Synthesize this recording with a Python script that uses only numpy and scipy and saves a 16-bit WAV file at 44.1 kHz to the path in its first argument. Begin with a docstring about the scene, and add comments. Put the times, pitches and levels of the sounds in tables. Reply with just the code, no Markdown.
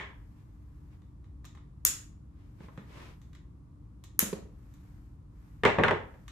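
"""A knock dies away in a quiet ventilated room; steel cutters then snip two nylon cable ties off a fibre loop.
Blades tick against the ties in a plastic tray, sleeves rub, the housing rocks on the table after the second snip.
At the end the cutters are put down on a table close by and clatter to rest.
Contacts are filtered noise bursts and clicks, steel and table top are dying sines, cloth and air are coloured
noise, fan tones are wavering sines, and the room is a decaying noise tail."""
import sys
import numpy as np
from scipy import signal
from scipy.fft import rfft, irfft, next_fast_len
from scipy.io import wavfile
from scipy.ndimage import uniform_filter1d

SR = 44100
rng = np.random.default_rng(int(sys.argv[2]) if len(sys.argv) > 2 else 0)


def unload_audio(sound):
    """Save the sound as a 16-bit wav file, at the path given as the first command line argument."""
    columns = np.transpose(np.atleast_2d(sound))
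    # keep every value between -1 and 1, then stretch to whole-number steps
    steps = np.round(np.clip(columns, -1, 1) * 32767)
    wavfile.write(sys.argv[1], SR, steps.astype(np.int16))


N = 278271
TIME_S = np.arange(N) / SR
TAIL = 32768  # samples per burst
TAIL_TIME_S = np.arange(TAIL) / SR
EDGE_HZ = 15900
PORT_LAG_S = .000158  # the tray's sound reaches the right port later

# In all spectra the level is relative; bass, treble, ring and room columns are levels too.
# Ventilation noise per Hz: [f/Hz, level/dB]
AIR_SPECTRUM = [(20, -23.5), (33, -13.5), (48, 2.5), (65, -1), (110, -1.5), (170, -8.5), (240, -16),
                (310, -16), (400, -27), (720, -36.5), (1100, -31.5), (1600, -45), (3000, -52.5),
                (11000, -57.5), (16000, -76.5)]
# Fan tones: [f/Hz, rms level/dB]
FAN_TONES = [(63, -59.5), (237, -77), (291, -68)]
# Cloth on cloth, per Hz: [f/Hz, level/dB]
CLOTHES_SPECTRUM = [(300, -8.5), (800, 4.5), (1800, 1.5), (3500, -10), (7500, -10.5), (10000, -15.5),
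                    (12500, -8), (16000, -30)]
# Clothes rustle as an arm reaches in or draws back: [t/s, length/s, level/dB]
REACHES = [(-.25, 1.09, -76), (.5, 0.68, -77), (2.3, 1.17, -70.5), (4.4, 0.84, -71), (5.28, 0.43, -71.5),
           (5.55, 1.14, -72)]
# Cloth on plastic, per Hz: [f/Hz, level/dB]
SLEEVE_SPECTRUM = [(200, 4.5), (420, 1), (760, -5.5), (1000, 0.5), (1400, -6.5), (2200, -5.5),
                   (3500, -11.5), (6500, -20.5), (9500, -27), (13000, -29.5), (16000, -44.5)]
# Sleeve strokes over the housing: [t/s, length/s, level/dB]
SLIDES = [(.34, 0.12, -71), (.885, .1, -67), (2.30, 0.25, -70), (2.565, 0.15, -58.5), (2.62, 0.39, -71.5),
          (2.825, 0.38, -50.5)]
# Room decay: [f/Hz, t60/s]
ROOM_DECAY = [(150, 0.45), (400, 0.5), (1000, 0.4549), (2800, 0.3579), (7000, 0.35), (13000, 0.18)]
# Room return: [f/Hz, level/dB]
ROOM_RETURN = [(100, 0), (500, 3), (2000, 5), (7000, 5.5), (13000, -5)]
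# Left-right likeness, sound from all sides: [f/Hz, likeness/1]
DIFFUSE_LIKENESS = [(60, .93), (130, 0.98), (290, 0.61), (640, 0.093), (1400, 0), (15000, 0.0068)]
# Left-right likeness, sound from close by: [f/Hz, likeness/1]
NEAR_LIKENESS = [(100, 1), (250, 0.99), (500, 0.56), (1500, 0.95), (3000, 0.56), (8000, 0.23)]
# Hard tools knock on the table: [t/s, level/dB, bass/dB, treble/dB, table ring/dB, room/dB]
KNOCKS = [(0, -13.5, -7.5, 10.5, -18.5, 2), (5.6353, 4, 3.5, 8.5, 1.5, -7.5), (5.6516, 10, 3, 11, 7.5, -3),
          (5.7853, 7.5, 10.5, 1, 2.5, -2.5), (5.836, 8, -4, 6, 3.5, -6), (5.8824, 4, -4, 5.5, 2.5, -9),
          (5.9098, 4, 3.5, 5.5, 0.5, -7.5), (6.1406, -33, -3, 0, -36, -5)]
# Blow on the table: [f/Hz, level/dB]
KNOCK_SPECTRUM = [(50, -17.5), (92, -9), (160, -3), (290, -10), (420, -1.5), (700, -8.5), (950, -5),
                  (1400, -10), (1800, -6), (2400, -14), (3400, -24), (4700, -41.5), (7200, -46),
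                  (11000, -61), (16000, -65.5)]
# Decay of the blow: [f/Hz, t60/s]
KNOCK_DECAY = [(100, 0.34), (500, 0.21), (1200, 0.16), (2500, 0.0083), (5000, 0.035), (12000, 0.021)]
# Table-top modes: [f/Hz, level/dB, t60/s]
TABLE_MODES = [(95, -3, .4), (156, -6, .3), (236, -10, .28), (397, 1, .25), (411, -4, .22), (503, -1, .25),
               (611, -4, .22), (753, -6, .28), (869, -2, .2), (949, -1, .19), (1105, -7, .2),
               (1178, -5, .18), (1213, -5, .2), (1292, -7, .2), (1366, -7, .15), (1614, -6, .2),
               (1795, -4, .2)]
# Housing nudged and rocking on the table: [t/s, level/dB, bass/dB, treble/dB]
BUMPS = [(1.8522, -23, -11, 1), (2.6042, -19.5, -3, -3), (2.634, -28.5, -8, 2.5), (2.684, -26, -12, -10),
         (2.777, -12, 17, -8), (4.2271, -1, 7, -4.5), (4.3291, -3, 1, 11.5)]
# Hollow plastic housing: [f/Hz, level/dB]
HOUSING_SPECTRUM = [(50, -21), (110, -6.5), (190, 9.5), (270, -3.5), (420, -3.5), (540, -5), (800, -16.5),
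                    (1400, -21), (3000, -33), (9000, -50), (16000, -76)]
# Blades and tie tails touch the tray: [t/s, level/dB, bass/dB, treble/dB]
TICKS = [(1.019, -46.5, -7, -10), (1.242, -44.5, -3, -13), (1.4444, -31.5, 4.5, -8), (1.4518, -28, 3, 3),
         (1.5503, -34, 13, -9), (1.5735, -35, 3, -15), (2.6845, -29.5, 15.5, -29), (2.7755, -25, 0, -21),
         (3.216, -40, 0, -1.5), (3.331, -38, -12, -7.5), (3.35, -34, -15, -9), (4.0388, -28.5, 6, 5),
         (4.739, -41, -3.5, 6.5), (6.2804, -24.5, -4, -4), (6.3045, -38.5, 15, -3)]
# Light contact: [f/Hz, level/dB]
TICK_SPECTRUM = [(200, -22.5), (750, -10.5), (1200, 3), (1450, -7), (1800, -0.5), (2300, -3), (2800, -6.5),
                 (3800, -0.5), (4700, -11), (5600, -7), (6800, -3), (9500, -16), (13000, -10.5),
                 (16000, -28)]
# A tie parts, the blades slam shut: [t/s, level/dB, bass/dB, treble/dB, steel ring re snip/dB]
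SNIPS = [(1.8503, 8.5, -5.5, 5.5, -0.5), (4.1914, 8, 2.5, 4, -5.5)]
# Crack of breaking nylon: [f/Hz, level/dB]
SNAP_SPECTRUM = [(150, -14), (450, -11), (800, -18), (1150, -10.5), (1700, -9), (2300, -12.5),
                 (3100, -13.5), (4300, -17), (5400, -13), (7000, -3.5), (9100, -11), (10800, -4),
                 (12900, -3.5), (14200, -10.5), (16000, -23)]
# Modes of the closed blades: [f/Hz, level/dB, t60/s]
STEEL_MODES = [(6550, -1.5, .3), (6808, -2.5, 0.4), (6899, -3, .3), (6996, -5, 0.28), (7400, -6.5, .25),
               (12500, -2, .17)]


def amp(db):
    """Decibels to gain."""
    return 10 ** (np.asarray(db) / 20)


def read(points, hz):
    """Interpolates a table on a log-frequency axis."""
    f, value = np.transpose(points)
    return np.interp(np.log(hz + 1), np.log(f + 1), value)


def unit(x):
    """Scales to a mean energy of one per channel."""
    energy = np.mean(np.sum(x ** 2, axis=-1))
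    return x / np.sqrt(energy + 1e-30)


def add(mix, start_s, sound):
    """Mixes a sound in at its start time."""
    part = mix[:, max(round(start_s * SR), 0):][:, :sound.shape[-1]]
    part += sound[..., :part.shape[1]]


def pair(size, likeness):
    """Frequencies and spectra of white noise at two partly alike ports."""
    hz = np.fft.rfftfreq(size, 1 / SR)
    common, apart = rfft(rng.standard_normal((2, size)))
    c = np.clip(read(likeness, hz), -1, 1)
    sign = np.array([[1], [-1]])
    return hz, common * np.sqrt((1 + c) / 2) + sign * apart * np.sqrt((1 - c) / 2)


def hiss(spectrum, likeness):
    """Steady coloured noise of rms one."""
    hz, z = pair(next_fast_len(N + N % 2), likeness)
    noise = irfft(z * amp(read(spectrum, hz)))[:, :N]
    return unit(noise) * np.sqrt(N)


def dying(decay, likeness):
    """Countless close modes: octave bands of noise, white in energy, each with its own decay."""
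    hz, z = pair(TAIL, likeness)
    centres_hz = np.geomspace(62.5, 16000, 9)
    total = 0
    for share, f in zip(np.eye(len(centres_hz)), centres_hz):
        band = irfft(z * read(np.c_[centres_hz, share], hz))
        total = total + band * unit(amp(-60 * TAIL_TIME_S / read(decay, f)))
    return unit(total)


def colour(x, spectrum, bass_db, treble_db):
    """Minimum-phase filter of unit energy; soft contacts favour the bass, hard ones the treble."""
    hz = np.fft.rfftfreq(TAIL, 1 / SR)
    tilt = [(500, bass_db), (1500, 0), (6000, treble_db), (13000, 1.4 * treble_db)]
    db = read(spectrum, hz) + read(tilt, hz)
    # each struck spot favours some close resonances over others
    db += np.interp(hz, np.geomspace(300, 16000, 110), 2.4 * rng.standard_normal(110))
    log_gain = np.log(amp(np.r_[db, db[-2:0:-1]]))
    taps = np.fft.ifft(np.exp(signal.hilbert(log_gain).conj())).real[:4096]
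    return signal.fftconvolve(x, unit(taps)[None], axes=1)[:, :TAIL]


def ring(modes, rise_s=0.00079):
    """Dying sines with new random phases at each strike, slightly apart between the ports."""
    phases = rng.uniform(0, 2 * np.pi, (len(modes), 1, 1))
    phases = phases + 0.5 * rng.standard_normal((len(modes), 2, 1))
    sines = 0
    for (hz, db, t60_s), phase in zip(modes, phases):
        decay = amp(db - 60 * TAIL_TIME_S / t60_s)
        sines = sines + decay * np.sin(2 * np.pi * hz * TAIL_TIME_S + phase)
    return unit(sines * (1 - np.exp(-TAIL_TIME_S / rise_s)))


def click(lag_s=0):
    """One sharp band-limited impulse, later at the right port by the lag."""
    n = np.arange(TAIL) - 8
    return np.array([np.sinc(n - d) * np.exp(-((n - d) / 6) ** 2) for d in (0, lag_s * SR)])


def even(x):
    """Flattens a burst's broad spectrum, so that the struck body sets its colour."""
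    z = rfft(x)
    power = uniform_filter1d(np.mean(abs(z) ** 2, 0), size=600)
    return unit(irfft(z / np.sqrt(power + 1e-12)))


def walls(gap_s):
    """The room's diffuse answer: silent for half the gap, then building up over one gap."""
    hz = np.fft.rfftfreq(TAIL, 1 / SR)
    tail = irfft(rfft(dying(ROOM_DECAY, DIFFUSE_LIKENESS)) * amp(read(ROOM_RETURN, hz)))
    return tail * np.clip(TAIL_TIME_S / gap_s - .5, 0, 1)


def in_room(x, echo):
    """Evened direct sound plus its echo, faded out together."""
    return (even(x) + echo) * signal.windows.tukey(2 * TAIL, .4)[TAIL:]


def ventilation(air_db=-50.5, waver_rad=0.53):
    """Low rush of air as coloured noise, with faint fan tones of wandering phase."""
    out = amp(air_db) * hiss(AIR_SPECTRUM, DIFFUSE_LIKENESS)
    for hz, db in FAN_TONES:
        drift = uniform_filter1d(rng.standard_normal(N), size=9000, mode="wrap")
        drift = uniform_filter1d(drift, size=5000, mode="wrap")
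        phase = waver_rad * unit(drift) * np.sqrt(N)
        out = out + amp(db) * np.sqrt(2) * np.sin(2 * np.pi * hz * TIME_S + phase)
    return out


def rub(strokes, spectrum, speed_law, rest_db, grain_db):
    """Cloth friction: hiss that catches and slips within milliseconds and swells with stroke speed."""
    catch = unit(uniform_filter1d(rng.standard_normal(N), size=300)) * np.sqrt(N)
    power = amp(rest_db) ** 2
    for start_s, length_s, db in strokes:
        speed = np.sin(np.pi * np.clip((TIME_S - start_s) / length_s, 0, 1)) ** 2
        power = power + (amp(db) * speed ** abs(speed_law)) ** 2
    return np.sqrt(power) * amp(grain_db * catch) * hiss(spectrum, DIFFUSE_LIKENESS)


def knocks(click_db=-12):
    """Handles land dull, blades bright: click plus dying noise; each blow rings the table top."""
    out, echo = np.zeros((2, N)), walls(gap_s=0.0073)
    for start_s, db, bass_db, treble_db, table_db, room_db in KNOCKS:
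        blow = amp(click_db) * click() + dying(KNOCK_DECAY, NEAR_LIKENESS)
        heard = in_room(blow, amp(room_db) * echo)
        add(out, start_s, amp(db) * colour(heard, KNOCK_SPECTRUM, bass_db, treble_db))
        add(out, start_s, amp(table_db) * ring(TABLE_MODES))
    return out


def bumps(low_t60_s=0.072, high_t60_s=.05, room_db=-6):
    """Dull, hollow thuds of the housing: dying noise, slower in the lows."""
    out, echo = np.zeros((2, N)), amp(room_db) * walls(gap_s=0.021)
    for start_s, db, bass_db, treble_db in BUMPS:
        thud = dying([(200, low_t60_s), (1500, high_t60_s)], NEAR_LIKENESS)
        heard = in_room(thud, echo)
        add(out, start_s, amp(db) * colour(heard, HOUSING_SPECTRUM, bass_db, treble_db))
    return out


def ticks(t60_s=0.037, click_db=-12, room_db=-3):
    """Light contacts of steel and nylon: a click and noise, damped almost at once."""
    out, echo = np.zeros((2, N)), amp(room_db) * walls(gap_s=0.0068)
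    for start_s, db, bass_db, treble_db in TICKS:
        contact = amp(click_db) * click(PORT_LAG_S) + dying([(1000, t60_s)], NEAR_LIKENESS)
        heard = in_room(contact, echo)
        add(out, start_s, amp(db) * colour(heard, TICK_SPECTRUM, bass_db, treble_db))
    return out


def snips(crack_t60_s=.0065, rise_s=0.0006, scatter_t60_s=0.014, scatter_db=-12, room_db=-2, ring_db=-21):
    """Nylon breaks within a millisecond; the crack scatters round the tray and the steel rings on."""
    out = np.zeros((2, N))
    hz, snap_db = np.transpose(SNAP_SPECTRUM)
    blade_band = np.exp(-((hz - 6700) / 1500) ** 2)
    decay = amp(-60 * TAIL_TIME_S / crack_t60_s)
    scatter = amp(scatter_db - 60 * TAIL_TIME_S / scatter_t60_s)
    force = (1 - np.exp(-TAIL_TIME_S / rise_s)) * (decay + scatter)
    for start_s, db, bass_db, treble_db, steel_db in SNIPS:
        burst = force * rng.choice([-1, 1], TAIL)
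        crack = signal.fftconvolve(click(PORT_LAG_S), burst[None], axes=1)[:, :TAIL]
        heard = in_room(crack, amp(room_db) * walls(gap_s=0.008))
        spectrum = np.c_[hz, snap_db + steel_db * blade_band]
        add(out, start_s, amp(db) * colour(heard, spectrum, bass_db, treble_db))
        add(out, start_s, amp(db + steel_db + ring_db) * ring(STEEL_MODES))
    return out


def scene():
    """Handwork over the room's air; cloth and air lean slightly left."""
    clothes = rub(REACHES, CLOTHES_SPECTRUM, speed_law=0.58, rest_db=-87.5, grain_db=0.8)
    sleeve = rub(SLIDES, SLEEVE_SPECTRUM, speed_law=0.93, rest_db=-95.5, grain_db=0.4)
    balance_db = [[.4], [-.4]]
    background = (ventilation() + clothes + sleeve) * amp(balance_db)
    return background + knocks() + bumps() + ticks() + snips()


def record(dry):
    """Clips at full scale, then limits the band with a linear-phase low-pass."""
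    held = np.clip(dry, -1, 1)
    low_pass = signal.firwin(255, EDGE_HZ, window=("kaiser", 9), fs=SR)
    return signal.oaconvolve(held, low_pass[None], "same")


dry = scene()
out = record(dry)
unload_audio(out)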